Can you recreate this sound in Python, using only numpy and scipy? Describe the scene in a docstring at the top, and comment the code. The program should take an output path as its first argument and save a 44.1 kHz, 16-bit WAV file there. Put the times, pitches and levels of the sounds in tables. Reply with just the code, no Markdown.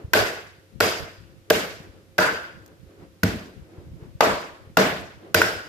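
"""A tiled kitchen: a heavy cleaver chops bone on a thick wooden block, close to a phone on the counter.
Each blow is a burst of noise as the bone cracks, then decaying modes as the edge knocks the block.
Filtered noise, one echo pattern per blow, lets the hard walls ring on for about half a second.
Small wet noise ticks follow one blow; behind lie a fan's wavering hum, its hiss, and the rumble
and short sine thumps of its draught on the two microphone ports."""
import sys
import numpy as np
from scipy import signal
from scipy.fft import rfft, irfft
from scipy.io import wavfile
from scipy.ndimage import uniform_filter1d

SR = 44100
rng = np.random.default_rng(int(sys.argv[2]) if len(sys.argv) > 2 else 0)


def generate_wav(sig):
    """Save sig (samples, or channels by samples) to the path in sys.argv[1] as 16-bit PCM at SR."""
    pcm = np.round(np.clip(np.atleast_2d(sig).T, -1, 1) * 32767).astype(np.int16)
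    wavfile.write(sys.argv[1], SR, pcm)


N = 250488

# blows of the cleaver: (edge meets bone [s], crack level [dB], crack length [ms], crack tilt [dB/octave],
#   edge meets block after [ms], weight of blow [dB], knock pitch [ratio],
#   knock level near [dB], knock level to walls [dB], body level [dB],
#   thud level near [dB], thud level to walls [dB], thud tilt [dB/octave],
#   blade level [dB], upper blade modes [dB])
CHOPS = [(0.1334, -12, 1, -1.1, 3.83, -14, 1.01, -4.5, -16.5, -18, -49.5, -36, -10, -40.5, -10),
         (0.8031, -17.5, 4.9, -0.6, 4.2, -15.5, 0.96, -5, -27.5, -9, -31, -33, -5.5, -37.5, -6.5),
         (1.5005, -15, 3.75, -0.5, 6, -17.5, 1.05, -6.5, -32, -3.5, -33, -32.5, -3, -50, -4),
         (2.1808, -21, 7.5, -2.8, 6.7, -17, 1.016, -6.5, -11, -14, -25, -32.5, 0, -39, -15),
         (3.2318, -20, 3.9, -0.9, 0.62, -25, 0.97, -12.5, -46, -15.5, -11, -23.5, -4, -58, -7),
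         (4.206, -11, 2.8, -4, 2.98, -15.5, 0.79, -5, -19.5, -19, -38, -27.5, 3, -44, -14.5),
         (4.7695, -13, 3.8, -3, 0.86, -14, 0.93, -4.5, -35, -10.5, -22, -24.5, 8.5, -57, 4),
         (5.3435, -13.5, 3.4, 0.2, 3.26, -15.5, 1, -4.5, -26.5, -11, -26, -32, -7, -41, -6.5),
         (5.4160, -22, 3.1, -1, 0.55, -26.5, 0.97, -1, -17, -23, -52, -39, -12, -63, 13)]


def chops():
    """Superposition: crack, block and counter reach the ports directly, then the walls return the blow."""
    out = np.zeros((2, N))
    for (s, crack_db, crack_ms, tilt_db, wait_ms, blow_db, pitch, knock_db, wall_knock_db, body_db,
         thud_db, wall_thud_db, thud_tilt_db, blade_db, upper_db) in CHOPS:
        wait_s = wait_ms / 1000
        modes = block_modes(pitch, tilt_db, thud_tilt_db)
        crack = bone_crack(crack_db, crack_ms / 1000, tilt_db)
        wood = block(modes, [knock_db, body_db, thud_db], wait_s)
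        add(out, crack + wood, s)
        add(out, counter(blow_db), s)
        reflected = walls(modes, tilt_db, blow_db, wall_knock_db, wall_thud_db, blade_db, upper_db)
        add(out, reflected, s + wait_s)
    return out


# relative spectrum of the splintering bone: (frequency [Hz], level [dB per Hz])
CRACK = [(240, -35.5), (400, -4), (1760, -4), (3930, -9.5), (5110, -8), (7870, -16), (9180, -24),
         (10900, -14.5), (12700, -10), (14800, -10.5), (16000, -36)]
CRACK_RISE_S, GRIT_T60_S = .0015, 0.029


def bone_crack(level_db, length_s, tilt_db):
    """Fracture noise: bone splinters while the edge travels through it, then the grit dies fast."""
    t = np.arange(16384) / SR
    rise = np.clip(t / CRACK_RISE_S, 0, 1)
    decay = undb(-60 * np.maximum(t - length_s, 0) / GRIT_T60_S)
    return diffuse(len(t), CRACK, tilt_db) * rise * decay * undb(level_db)


# modes of the block, its main knock and the modes beside it: (frequency [Hz], level [dB], t60 [s])
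KNOCK, KNOCK_SIDES = [(1526, 0.0076, 0.021)], [(1075, -4, 0.015), (1920, -8, 0.026), (2460, -2.5, 0.011)]
# body modes of the block and counter: (frequency [Hz], level [dB], t60 [s])
BODY = [(360, -15, 0.052), (458.5, -4.5, 0.068), (624, -2, 0.035), (890, -3, 0.012)]
# low thud modes of the block and counter: (frequency [Hz], level [dB], t60 [s])
THUD = [(101.7, -8, 0.2), (183.8, -1.5, 0.15), (216, -2, 0.11), (267, -2, 0.072)]
KNOCK_SIDES_DB = -4.3
# the duller the crack, the more the upper body modes sound
BODY_TILT_DB, BODY_TILT_PER_CRACK_TILT = -1.5, -3.5  # dB per octave; ratio


def block_modes(pitch, crack_tilt_db, thud_tilt_db):
    """Modal excitation: each blow weights the knock, body and thud modes anew."""
    knock = shift(KNOCK, pitch) + shift(KNOCK_SIDES, pitch, KNOCK_SIDES_DB)
    body = shift(BODY, tilt_db=BODY_TILT_DB + BODY_TILT_PER_CRACK_TILT * crack_tilt_db)
    thud = shift(THUD, tilt_db=thud_tilt_db, about_hz=184)
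    return knock, body, thud


RIGHT_LAG_SAMPLES = 3


def block(modes, levels_db, wait_s):
    """Modal decay: the struck block rings in damped modes, reaching the right port a little later."""
    late = np.arange(16384) / SR - wait_s
    parts = [ring(part, late, rise_s=rise_s) for part, rise_s in zip(modes, (.0005, .001, .004))]
    wood = undb(levels_db) @ parts
    return np.array([wood, np.roll(wood, RIGHT_LAG_SAMPLES)])


# long modes of the counter: (frequency [Hz], level [dB], t60 [s])
COUNTER = [(345, -36, .45), (443, -34, .4), (616, -30, .42), (1486, -42, .6), (1550, -41, .4)]
COUNTER_DB = 20.5  # against the weight of the blow


def counter(blow_db):
    """Lightly damped resonance: the counter builds up slowly and rings long."""
    t = np.arange(32768) / SR
    return undb(blow_db + COUNTER_DB) * ring(COUNTER, t, detune=.002, rise_s=.01)


# modes of the blade, main and upper: (frequency [Hz], level [dB], t60 [s])
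BLADE, BLADE_UPPER = [(4795, 0, .12)], [(5150, 2, .12), (5650, -5, .07), (5850, -6, .07)]
# relative spectrum of the crack heard from all round: (frequency [Hz], level [dB per Hz])
SPREAD = [(88, -26.5), (150, -41), (448, -5.5), (555, -0.5), (612, -10), (888, -14), (1360, -9.5),
          (1530, -6.5), (4160, -14.5), (4950, -15), (7920, -19), (8730, -22.5), (14500, -12),
          (16000, -46.5)]
WALL_CRACK_DB, WALL_BODY_DB = 12, 0.23  # against the weight of the blow
WALL_HOLD = .4  # share of the block's ring time


def walls(modes, tilt_db, blow_db, knock_db, thud_db, blade_db, upper_db):
    """Power summation: over all directions resonances blur into humps and the parts add as powers."""
    t = np.arange(16384) / SR
    blurred = [abs(rfft(ring(shift(part, hold=WALL_HOLD), t))) for part in modes]
    blade = abs(rfft(ring(BLADE + shift(BLADE_UPPER, db=upper_db), t, detune=.001)))
    spread = colour(len(t), SPREAD, .5 * tilt_db)
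    spread = spread / np.sqrt(np.mean(spread ** 2))
    levels_db = [blow_db + WALL_CRACK_DB, knock_db, blow_db + WALL_BODY_DB, thud_db, blade_db]
    power = undb(levels_db) ** 2 @ np.square([spread, *blurred, blade])
    pulse = causal(np.sqrt(power))
    # arm and meat stand elsewhere at every blow, so each one finds its own pattern of echoes
    return signal.fftconvolve(pulse[None], kitchen(), axes=1)


# reverberation of the room: (frequency [Hz], t60 [s], relative level [dB])
ROOM = [(46.2, 1, -12), (90, 0.47, -2), (203.5, 0.55, -3.5), (608, 0.54, 2.5), (1443, 0.61, 7),
        (4000, 0.6, 5), (8600, 0.54, 2.5), (15400, 0.49, -7.5)]
ROOM_FIRST_S, ROOM_FILL_S = 0.00092, 0.014  # onset delay, time constant of the build-up
ROOM_DB, ROOM_PATCHY_DB = 11.5, 1.2  # total level, depth factor of the clumps


def kitchen(size=32768):
    """Reverberant decay: reflections fill in, arrive in clumps, then die away band by band."""
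    t, hz = np.arange(size) / SR, np.fft.rfftfreq(size, 1 / SR)
    noise, out = rfft(diffuse(size, [(1, 0), (2, 0)])), 0
    for centre in 45 * 2 ** np.arange(0, 9, .5):  # overlapping half-octave steps
        band = np.clip(1 - 2 * abs(np.log2((hz + 1) / centre)), 0, 1)
        decay_db = -60 * t / read(ROOM, centre)
        fade_db = read(ROOM, centre, order=2) + decay_db + ROOM_PATCHY_DB * walk(78.6, size)
        out = out + irfft(noise * band, size) * undb(fade_db)
    out *= 1 - np.exp(-np.maximum(t - ROOM_FIRST_S, 0) / ROOM_FILL_S)
    return out * undb(ROOM_DB) / np.sqrt((out ** 2).sum(axis=1).mean())


# small wet ticks as the meat is pulled aside: (time [s], level [dB])
TICKS = [(2.624, -64.5), (2.6614, -48.5), (2.6784, -54.5)]


def ticks():
    """Impulsive noise: each tick is a bright burst with an exponential decay."""
    out, t = np.zeros((2, N)), np.arange(SR // 50) / SR
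    bright = [(2000, -15), (6500, 5), (9500, -7.5), (14000, 0)]  # (Hz, dB per Hz)
    for s, db in TICKS:
        add(out, undb(db) * diffuse(len(t), bright) * undb(-60 * t / 0.024), s)
    return out


# relative spectrum of the draught's rumble: (frequency [Hz], level [dB per Hz])
DRAUGHT = [(15, -21.5), (30, -8), (60, -4), (100, -4.5), (160, -10.5), (250, -16.5), (450, -38),
           (2000, -77)]
DRAUGHT_DB = -60


def draught():
    """Turbulence noise: the rumble is unrelated at the two ports, and its level wanders."""
    ports = [diffuse(N, DRAUGHT)[0] * undb(DRAUGHT_DB + 6.4 * walk(20)) for _ in range(2)]
    return np.array(ports)


# the loudest draught thumps on the ports: (time [s], nominal peak level [dB], frequency [Hz])
PUFFS = [(0.039, -24.5, 71.7), (0.075, -35, 96), (1.8, -34.5, 134), (1.888, -41, 62.6), (2.86, -42, 56.5),
         (3.359, -30.5, 63), (3.617, -35, 76.7), (3.777, -34, 86.1), (3.867, -37, 117), (3.909, -33.5, 61),
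         (3.959, -39, 64.6), (4.019, -32.5, 99.6), (4.055, -39, 145), (4.147, -30, 91), (4.599, -45, 73.8),
         (4.697, -39.5, 150), (5.169, -41, 88)]
SOFT_PUFFS, SOFT_PUFF_HZ = 18, 92  # count, middle frequency
SOFT_PUFF_DB, SOFT_PUFF_SPREAD_DB = -47.5, 6
PUFF_CYCLES, PUFF_LEFT_DB, PUFF_PAN_SPREAD_DB = 1.4, 2, 2.5


def puffs():
    """Pressure pulses: each thump is a brief windowed sine; the soft ones come at random."""
    out, t = np.zeros((2, N)), np.arange(SR // 5) / SR
    when, luck = rng.uniform(0, N / SR, SOFT_PUFFS), rng.standard_normal((SOFT_PUFFS, 2))
    soft_db = SOFT_PUFF_DB + SOFT_PUFF_SPREAD_DB * luck[:, 0]
    soft_hz = SOFT_PUFF_HZ * 2 ** (0.56 * luck[:, 1])
    for s, db, hz in [*PUFFS, *zip(when, soft_db, soft_hz)]:
        # the right port hears another phase
        phase = rng.uniform(0, 2 * np.pi) + np.array([[0], [1.2]]) * rng.standard_normal()
        pan_db = PUFF_LEFT_DB + PUFF_PAN_SPREAD_DB * rng.standard_normal()
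        gain = undb(db + np.array([[pan_db], [-pan_db]]) / 2)
        swell = np.sin(np.pi * np.clip(t * hz / PUFF_CYCLES, 0, 1)) ** 2
        add(out, gain * swell * np.sin(2 * np.pi * hz * t + phase), s)
    return out


# motor tones of the fan: (frequency [Hz], rms level [dB])
HUM = [(97, -63.5), (345, -70.5), (531.5, -69.5)]


def fan_hum():
    """Tonal radiation: steady sines whose level and phase waver a little."""
    t, tones = np.arange(N) / SR, 0
    for hz, db in HUM:
        level = np.sqrt(2) * undb(db + walk(23))  # rms to peak
        tones = tones + level * np.sin(2 * np.pi * hz * t + 0.34 * walk(8.4))
    return tones


# relative spectrum of the fan's air noise: (frequency [Hz], level [dB per Hz])
AIR = [(88, -34.5), (150, -2.5), (240, -8), (309, 0.5), (475, -5.5), (524, -7.5), (837, -16.5),
       (1500, -15.5), (5150, -22), (8730, -27.5), (12400, -26.5), (14800, -32), (16000, -43.5)]
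# swell of the lower part of the air noise: (time [s], level [dB])
SWELL = [(0, 9), (.6, 0), (1.2, 1.5), (1.48, 2), (2.15, 2.5), (3.0, 3), (3.6, 4.5), (4.04, 6.5), (4.7, 2),
         (5.3, 2.5), (5.68, 7.5)]
AIR_DB = -61.5


def fan_air():
    """Broadband flow noise: a steady hiss above a lower part that swells slowly and flickers."""
    air = diffuse(N, AIR) * undb(AIR_DB)
    hiss = signal.sosfilt(signal.butter(2, 800, "high", fs=SR, output="sos"), air)
    swell_db = np.interp(np.arange(N) / SR, *np.transpose(SWELL))
    return hiss + (air - hiss) * undb(swell_db + 2.5 * walk(16))


def undb(db):
    """Level law: decibels to an amplitude ratio."""
    return 10 ** (np.asarray(db) / 20)


def read(table, hz, order=1):
    """Logarithmic frequency scale: a table's column interpolated along it."""
    rows = np.array(table, float)
    return np.interp(np.log(hz + 1), np.log(rows[:, 0]), rows[:, order])


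def colour(size, table, tilt_db=0.):
    """Spectral shaping: gain per frequency bin, tilted about 3 kHz in dB per octave."""
    hz = np.fft.rfftfreq(size, 1 / SR)
    return undb(read(table, hz) + tilt_db * np.log2((hz + 100) / 3000))


PORT_GAP_M = .15


def diffuse(size, table, tilt_db=0.):
    """Diffuse-field coherence: noise at two ports, alike in the bass, unrelated in the treble; rms 1."""
    hz = np.fft.rfftfreq(size, 1 / SR)
    alike = .9 * np.sinc(2 * hz * PORT_GAP_M / 343)  # speed of sound in m/s
    noise = rfft(rng.standard_normal((2, size))) * colour(size, table, tilt_db)
    mid, side = noise * np.sqrt([1 + alike, 1 - alike])
    pair = irfft([mid + side, mid - side], size)
    return pair / pair.std()


def walk(rate, size=N):
    """Smoothed random process: values held 1 / rate s and slewed twice; spread near 1.5."""
    k = int(SR / rate)
    held = np.repeat(rng.standard_normal(size // k + 1), k)
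    return 2.01 * uniform_filter1d(uniform_filter1d(held, k), k)[:size]


def ring(modes, t, spread_db=1., detune=.01, rise_s=.0006):
    """Modal superposition: damped sines from t = 0; every blow shares its energy anew."""
    hz, db, t60 = np.array(modes, float).T[:, :, None]
    luck = rng.standard_normal((2, len(modes), 1))
    t = np.maximum(t, 0)
    level = undb(db + spread_db * luck[1] - 60 * t / t60)
    waves = np.sin(2 * np.pi * hz * (1 + detune * luck[0]) * t) * level
    return waves.sum(axis=0) * (1 - np.exp(-t / rise_s))


def shift(modes, pitch=1., db=0., tilt_db=0., hold=1., about_hz=500):
    """Modal scaling: the same modes at another pitch, level, tilt per octave or share of ring time."""
    return [(pitch * hz, level + db + tilt_db * np.log2(hz / about_hz), hold * t60)
            for hz, level, t60 in modes]


def causal(gain):
    """Minimum phase: the shortest pulse with this gain that starts at zero, folded from the cepstrum."""
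    fold = irfft(np.log(gain + 1e-9))
    fold[1:len(gain) - 1] *= 2
    fold[len(gain):] = 0
    return irfft(np.exp(rfft(fold)))


def add(out, x, s):
    """Linear superposition: mix x into out from time s."""
    a = int(s * SR)
    out[..., a:a + x.shape[-1]] += x[..., :out.shape[-1] - a]


def scene():
    """Superposition of all sources, from the cleaver to the fan."""
    return chops() + ticks() + draught() + puffs() + fan_hum() + fan_air()


MIC_LOW_HZ, TOP_HZ = 56, 15400


def record(dry):
    """Band limiting and saturation: the phone drops deep bass, rounds loud peaks and cuts the top."""
    thin = signal.sosfilt(signal.butter(2, MIC_LOW_HZ, "high", fs=SR, output="sos"), dry)
    rounded = np.tanh(0.73 * thin) / 0.51
    return signal.sosfilt(signal.ellip(10, .2, 80, TOP_HZ, fs=SR, output="sos"), rounded)


dry = scene()
out = record(dry)
generate_wav(out)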